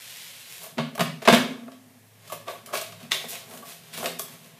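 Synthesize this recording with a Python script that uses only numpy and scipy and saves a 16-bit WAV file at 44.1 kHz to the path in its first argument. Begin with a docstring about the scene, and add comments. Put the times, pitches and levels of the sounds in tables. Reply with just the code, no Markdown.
"""Film peels with a fine crackle off a roll of cling film at a stone kitchen worktop.
The roll knocks and bounces hard early on, then bumps softly now and again; fingers tap and pick, film snaps.
Sprays of random clicks ring the tube, its wall, the worktop and the film through tuned resonances.
A dense noise tail echoes it all, over a low appliance drone of shaped noise and a hum that swells and fades.
"""
import sys
import numpy as np
from scipy import signal
from scipy.fft import rfft, irfft
from scipy.io import wavfile
from scipy.ndimage import uniform_filter1d

SR = 44100
rng = np.random.default_rng(int(sys.argv[2]) if len(sys.argv) > 2 else 0)


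def output_pcm(signal):
    """Save a mono or channel-first signal as 16-bit PCM at the path in sys.argv[1].

    Samples are clipped to [-1, 1] before scaling.
    """
    pcm = np.clip(np.atleast_2d(signal).T, -1, 1) * 32767
    wavfile.write(sys.argv[1], SR, np.round(pcm).astype(np.int16))


N = 202707  # length in samples

# the six sounding parts: rows of every push array
TUBE_ROW, WALL_ROW, PIPE_ROW, WORKTOP_ROW, SHEET_ROW, FIZZ_ROW = range(6)
SLOW_ROWS = [PIPE_ROW, WORKTOP_ROW]


def undb(db):
    """Amplitude factor of a level in dB."""
    return 10 ** (np.asarray(db) / 20)


def unit(x):
    """Scale to an RMS of 1."""
    return x / np.sqrt(np.mean(x ** 2))


def band(x, hz, width):
    """Resonance with gain 1 at its centre."""
    b, a = signal.iirpeak(hz, hz / width, fs=SR)
    return signal.lfilter(b, a, x)


def body(bands, x, probe):
    """Sum of resonances, alternating in sign, scaled so that white noise passes at its own level."""
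    def ring(v):
        return sum((-1) ** k * undb(db) * band(v, hz, width) for k, (hz, width, db) in enumerate(bands))
    return ring(x) / np.sqrt(np.mean(ring(probe) ** 2))


def widths(modes):
    """Turn ring times into bandwidths: the longer a mode rings, the narrower it is."""
    return [(hz, np.log(1000) / (np.pi * t60), db) for hz, db, t60 in modes]


def crackle(rate, scatter_db):
    """Dense random clicks of very unequal size, rate per second on average."""
    on = rng.random(N) < rate / SR
    size = rng.standard_normal(N) * undb(scatter_db * rng.exponential(size=N))
    return unit(on * size)


def walk(rate):
    """Random levels held 1 / rate s and slewed twice; they spread about 0.5 around zero."""
    k = int(SR / rate)
    held = np.repeat(rng.standard_normal(N // k + 1), k)
    slewed = uniform_filter1d(uniform_filter1d(held, k), k)
    return 0.65 * slewed[:N]


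# Air column of the tube, one end half shut by the hand.
# Each row: pitch in Hz, balance in dB, ring time t60 in seconds.
TUBE_MODES = [(607.5, -2.5, 0.029), (684, -1, 0.046), (1119.5, -2, 0.049), (1208, -10.5, 0.016),
              (1721, -13.5, 0.1)]
# Dull cardboard wall. Each row: centre in Hz, width in Hz, balance in dB.
WALL_BANDS = [(381, 81, 6), (498, 200, 5), (565, 17, 8.5), (796, 460, -4), (1200, 140, -28)]
# Lowest note of the tube. Each row: pitch in Hz, balance in dB, ring time t60 in seconds.
PIPE_MODES = [(233.4, -3.5, 0.24), (257.7, -9.5, 0.74)]
# Worktop and the cupboards under it. Each row: pitch in Hz, balance in dB, ring time t60 in seconds.
WORKTOP_MODES = [(134.1, -4.5, 0.16), (154, 7.5, 0.33), (173.2, 8, 0.35), (193.5, -1, 0.27)]
# Slap of the stretched sheet. Each row: centre in Hz, width in Hz, balance in dB.
SHEET_BANDS = [(2495, 1650, 10), (3300, 300, -16), (3400, 600, -3), (4970, 3500, -8)]
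# Fizz of the tiny peeling points. Each row: centre in Hz, width in Hz, balance in dB.
FIZZ_BANDS = [(6340, 10430, 9.5), (9690, 10640, 14.5), (15020, 5520, 9.5)]


def roll():
    """Stick-slip clicks ring each part that is hit or rubbed; the low parts take a blow as a smooth shove."""
    blow, snap = hits()
    rub = rustle()
    probe = rng.standard_normal(SR)
    spray = crackle(11000, scatter_db=1.43)
    force = blow * (spray + snap) + rub * crackle(6000, scatter_db=2.0)
    # pipe note and worktop feel a blow whole, not as single clicks
    force[SLOW_ROWS] = blow[SLOW_ROWS] + rub[SLOW_ROWS] * spray
    # in the order of the part rows
    parts = (widths(TUBE_MODES), WALL_BANDS, widths(PIPE_MODES), widths(WORKTOP_MODES),
             SHEET_BANDS, FIZZ_BANDS)
    return sum(body(part, push, probe) for part, push in zip(parts, force))


# The roll knocks and bounces hard on the worktop early on, then bumps softly now and again.
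# Each row: start in seconds, push in dB on tube, pipe note, worktop, film slap and film fizz,
# contact decay in milliseconds.
KNOCK_HITS = [(0.773, -35, -29, -31, -41, -68, 4.9), (0.781, -25.5, -25.5, -27, -28, -77, 19),
              (0.978, -20, -36.5, -31, -30, -33.5, 3), (0.994, -21.5, -46, -22.5, -25.5, -34, 8),
              (1.006, -17, -24.5, -38, -19, -26.5, 6.7), (1.077, -48, -34.5, -32, -38.5, -52, 4.3),
              (1.275, -3, -17, -32.5, -9.5, -27, 6.2), (1.284, -12, -17, -44.5, -15, -25, 5.3),
              (1.296, -30, -43.5, -23, -24.5, -35, 12), (1.326, -6.5, -11, -31.5, -12, -20, 4.8),
              (1.335, -18, -23.5, -32, -16.5, -28.5, 6.3), (1.345, -22.5, -28, -24.5, -17, -23, 4.7),
              (1.383, -24, -27, -35, -43, -32, 3.4), (1.68, -38.5, -44.5, -60.5, -73.5, -57.5, 5.9),
              (3.008, -46, -55, -44.5, -52, -55, 6), (3.028, -57, -42, -46, -43, -46, 4.6),
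              (3.05, -41.5, -52, -48, -56, -57, 2.5), (3.249, -51, -43.5, -50, -59, -58, 9),
              (3.973, -44, -43, -46, -55, -55, 5.7), (3.995, -44, -38, -50, -55, -55, 7.6)]
# Fingers tap and pick at the roll throughout, and the film snaps.
# Each row: start in seconds, contact decay in milliseconds, first click in dB over the chatter,
# push in dB on tube, wall, film slap and film fizz.
TAP_HITS = [(0.632, 12, 4, -40, -58, -65, -39.5), (0.663, 5, 16, -45, -49, -59, -57),
            (0.951, 5.4, 20, -34, -49, -43, -38.5), (1.219, 21, 10, -41, -38, -41, -47.5),
            (1.252, 9.7, -6, -24.5, -33, -28.5, -41), (1.717, 8.6, 4.5, -43.5, -58, -49.5, -56.5),
            (2.276, 8, 12, -49, -62, -49, -45), (2.298, 8, 3, -34.5, -58, -52, -43),
            (2.321, 9.6, 22.5, -26.5, -33.5, -43, -34.5), (2.472, 12, 8, -29.5, -37, -43, -74),
            (2.481, 4.4, 7, -24, -36, -33.5, -63), (2.66, 5.6, 16, -48, -58, -45.5, -38),
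            (2.672, 2.5, 16, -33.5, -48, -56, -58), (2.687, 3, 3, -31, -46, -54, -56),
            (2.706, 3.3, 1, -27, -48, -52, -55), (2.728, 4, 8, -25, -43, -42, -48),
            (2.735, 7.5, 17.5, -25.5, -29.5, -35, -54), (2.753, 4.2, 12, -22.5, -35.5, -25, -43),
            (2.773, 6.5, 20, -29, -39, -31, -31), (2.813, 6.4, 3, -32, -58, -42, -31.5),
            (2.922, 8.2, 10, -37.5, -53.5, -44, -48.5), (3.118, 3.25, 13.5, -29, -56, -13.5, -22.5),
            (3.241, 8, 9, -62, -39, -59, -58), (3.294, 5, 23, -60, -62, -60, -41),
            (3.51, 8, 11, -48, -49, -45, -53), (3.535, 8, 18, -40.5, -56, -53.5, -48),
            (3.574, 2.7, 10, -47, -45, -39.5, -38), (3.622, 18, 1, -38, -46, -70, -58),
            (3.979, 6, -6, -38, -38, -60, -52), (4.027, 6.7, 12, -30, -36.5, -39, -49),
            (4.043, 9.4, 7, -40, -40, -35, -44), (4.058, 3.66, 14.5, -23, -24, -21, -25),
            (4.188, 6.9, 0, -36.5, -46, -53, -31.5), (4.194, 3.04, 17.5, -33, -34, -42, -23.5)]
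KNOCK_WALL_DB, KNOCK_CLICK_DB = 0, 12.5  # wall relative to the tube; first click over the chatter
TAP_PIPE_DB, TAP_WORKTOP_DB = -30, -32  # relative to the tube
RISE_MS, SHOVE_MS = 0.55, 0.65  # onset of a contact; decay of the shove on pipe note and worktop
FIZZ_CLICK_DB = -5  # the peeling points feel less of the first click


def hits():
    """Each contact pushes the parts with a fast rise and a decay, and adds one first sharp click."""
    rows = []
    for start, tube, pipe, worktop, slap, fizz, ms in KNOCK_HITS:
        rows.append((start, ms, KNOCK_CLICK_DB, tube, tube + KNOCK_WALL_DB, pipe, worktop, slap, fizz))
    for start, ms, click, tube, wall, slap, fizz in TAP_HITS:
        rows.append((start, ms, click, tube, wall, tube + TAP_PIPE_DB, tube + TAP_WORKTOP_DB, slap, fizz))

    push, snap = np.zeros((6, N)), np.zeros((6, N))
    t_ms = 1000 * np.arange(int(0.4 * SR)) / SR
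    for start, ms, click_db, *push_db in rows:
        i = int(start * SR)
        contact = (1 - np.exp(-t_ms / RISE_MS)) * np.exp(-t_ms / ms)
        shape = np.tile(contact, (6, 1))
        shape[SLOW_ROWS] = np.exp(-t_ms / SHOVE_MS)
        push[:, i:i + len(t_ms)] += (undb(push_db)[:, None] * shape)[:, :N - i]
        snap[:, i + int(SR * RISE_MS / 1000)] = undb(click_db)
    snap[FIZZ_ROW] *= undb(FIZZ_CLICK_DB)
    return push, snap


# Dull rumble of the hands moving the roll, gliding from row to row.
# Each row: time in seconds, push on the pipe note in dB, push on the worktop in dB.
HAND_RUMBLE = [(0, -70.5, -70), (0.5, -74, -64), (0.75, -59, -58.5), (0.9, -72, -73), (1.5, -41.5, -75),
               (1.75, -57, -62), (2.13, -69, -65), (2.4, -61, -60.5), (2.6, -62, -63), (2.75, -50.5, -66),
               (2.95, -79, -56), (3.05, -66.5, -51), (3.3, -68, -61.5), (3.56, -51.5, -57.5),
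               (3.86, -75, -58.5), (3.972, -47.5, -46), (4.2, -60.5, -58), (4.6, -63, -54.5)]
# Pulls that peel or crumple the film.
# Each row: loudest moment in seconds, swell in seconds, hold in seconds,
# push in dB on film fizz, body of the sheet and tube.
FILM_PULLS = [(0.01, 0.06, 0.23, -50, -50.5, -67.5), (0.301, 0.23, 0.17, -54, -54, -72.5),
              (0.508, 0.075, 0.077, -49.5, -54.5, -67), (0.626, .04, 0.0072, -48.5, -53, -53.5),
              (2.32, 0.21, 0.0086, -54, -51, -57), (2.488, 0.045, 0.0061, -48.5, -47, -43.5),
              (2.674, 0.0083, .02, -76, -57, -56), (2.738, 0.015, 0.0041, -37, -38.5, -40),
              (2.866, 0.039, .05, -65, -77, -82), (3.004, 0.078, 0.013, -57.5, -54, -55.5),
              (3.114, 0.0069, 0.0038, -36.5, -32.5, -40.5), (3.216, 0.02, 0.0091, -53, -72, -60),
              (3.286, 0.016, .02, -40, -63, -66), (3.328, .03, 0.0085, -73, -44, -52.5),
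              (3.549, 0.24, 0.0079, -51, -59.5, -54), (3.685, 0.078, .01, -46, -50.5, -56),
              (3.839, 0.11, 0.058, -60.5, -59, -64), (3.938, 0.024, 0.0094, -43, -41.5, -54),
              (3.979, 0.034, 0.0061, -46.5, -58, -50), (4.032, 0.027, 0.0069, -43.5, -55, -38.5),
              (4.26, 0.065, 0.079, -56, -58, -62.5), (4.448, 0.1, .01, -57.5, -58, -63.5),
              (4.59, 0.098, 0.011, -66, -60.5, -66)]
HANDLING_TUBE_DB = -10.5  # relative to the pipe note
SWELL_DB, RELEASE_DB_PER_S = 27.5, 185  # climb over one swell time; fall after the hold
RUB_WALL_DB = 1.07  # wall relative to the tube


def rustle():
    """Slow push of the hands: each pull swells, holds and dies away; all parts flutter together."""
    push, t = np.zeros((6, N)), np.arange(N) / SR
    times, pipe_db, worktop_db = np.transpose(HAND_RUMBLE)
    push[PIPE_ROW] = undb(np.interp(t, times, pipe_db))
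    push[WORKTOP_ROW] = undb(np.interp(t, times, worktop_db))
    push[TUBE_ROW] = push[PIPE_ROW] * undb(HANDLING_TUBE_DB)
    for peak, swell, hold, fizz_db, sheet_db, tube_db in FILM_PULLS:
        climb_db = np.minimum(SWELL_DB * (t - peak) / swell, 0)
        fall_db = RELEASE_DB_PER_S * np.maximum(t - peak - hold, 0)
        shape = undb(climb_db - fall_db)
        push[[FIZZ_ROW, SHEET_ROW, TUBE_ROW]] += undb([[fizz_db], [sheet_db], [tube_db]]) * shape
    push[WALL_ROW] = push[TUBE_ROW] * undb(RUB_WALL_DB)
    smooth = uniform_filter1d(push, size=400)  # rounds the corners over 9 ms
    return smooth * undb(1.4 * walk(60))


# Tail of the tiled kitchen. Each row: centre in Hz, decay time t60 in seconds, balance in dB.
ECHO_BANDS = [(152, 0.51, -3), (258, 0.2, -11.5), (373, 0.55, -3.5), (636, 0.33, -3), (1990, 0.47, -1),
              (3660, 0.44, 4), (8000, 0.53, -4.5), (12100, 0.28, 4)]
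ECHO_DB, ECHO_GAP_S = 9.5, 0.0013  # gain of the whole tail; silence before it starts


def echo(x):
    """Tiles and cupboards return a dense noise tail, each band dying at its own pace.

    Overlapping slices of sound cycle through twelve random tails, 30 slices a second.
    """
    t, step = np.arange(SR * 3 // 4) / SR, SR // 30
    noise = rng.standard_normal((12, len(ECHO_BANDS), len(t)))
    tails = 0
    for k, (hz, t60, db) in enumerate(ECHO_BANDS):
        decay = undb(db - 60 * t / t60)
        tails = tails + decay * band(noise[:, k], hz, 0.7 * hz) / np.sqrt(t60)
    tails = tails * (t > ECHO_GAP_S) / np.sqrt(SR)

    out, fade = np.zeros(N + len(t) + 4 * step), np.hanning(2 * step + 1)[:-1]
    padded = np.concatenate([np.zeros(step), x, np.zeros(2 * step)])
    for k, i in enumerate(range(0, N + step, step)):
        wet = signal.fftconvolve(padded[i:i + 2 * step] * fade, tails[k % len(tails)])
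        out[i:i + len(wet)] += wet
    return undb(ECHO_DB) * out[step:step + N]


# Spectrum of the kitchen background. Each row: frequency in Hz, relative density in dB.
KITCHEN_SPECTRUM = [(71, -19), (120, -5), (160, -15.5), (177, -19), (271, -23.5), (353, -23), (459, -16.5),
                    (764, -19.5), (1530, -27), (1650, -20), (4570, -27), (14300, -26), (15500, -44)]
KITCHEN_DB = -58  # RMS level around which it wavers


def kitchen():
    """Appliance drone and room hiss: noise shaped by one spectrum, wavering a little."""
    hz, db = np.transpose(KITCHEN_SPECTRUM)
    f = np.maximum(np.fft.rfftfreq(N, 1 / SR), 1)
    density = undb(np.interp(np.log(f), np.log(hz), db))
    hiss = irfft(rfft(rng.standard_normal(N)) * density, N)
    return unit(hiss) * undb(KITCHEN_DB + 0.37 * walk(4.6))


# A low hum swells and fades.
# Each row: centre in seconds, half width (to 1/e) in seconds, RMS level at the centre in dB.
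HUM_SWELLS = [(0.802, .5, -74), (2.2, 0.47, -58), (2.951, .12, -54.5), (3.4, 0.25, -62),
              (4.02, 0.074, -58.5), (4.3, 0.12, -68)]
HUM_HZ, HUM_WANDER = 107, 3.3  # middle pitch; multiplies walk(), so the pitch strays some 1.6 Hz


def hum():
    """A nearly pure low tone whose pitch wavers slightly."""
    t = np.arange(N) / SR
    pitch_hz = HUM_HZ + HUM_WANDER * walk(5.0)
    tone = np.sqrt(2) * np.sin(2 * np.pi * np.cumsum(pitch_hz) / SR)
    level = sum(undb(db) * np.exp(-((t - centre) / width) ** 2) for centre, width, db in HUM_SWELLS)
    return tone * level


def scene():
    """The roll and its echo over the kitchen background and the hum, as one channel."""
    near = roll()
    return (near + echo(near) + kitchen() + hum())[None]


MIC_LOW_HZ, TOP_HZ = 94.1, 14850  # bass cut; treble cut
CEILING = 0.8  # amplitude scale of the soft limit


def record(dry):
    """The microphone loses deep bass, bends loud peaks unevenly (a deep thump under knocks), cuts the top."""
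    bass_cut = signal.butter(5, MIC_LOW_HZ, "high", fs=SR, output="sos")
    thin = signal.sosfilt(bass_cut, dry)
    top = np.tanh(thin / CEILING)
    # the squared part makes the bend lopsided
    bent = CEILING * top * undb(0.36) + 0.057 * top ** 2
    offset_cut = signal.butter(1, 22, "high", fs=SR, output="sos")
    bent = signal.sosfilt(offset_cut, bent)
    treble_cut = signal.ellip(10, 0.2, 75, TOP_HZ, fs=SR, output="sos")
    return signal.sosfilt(treble_cut, bent)


dry = scene()
out = record(dry)
output_pcm(out)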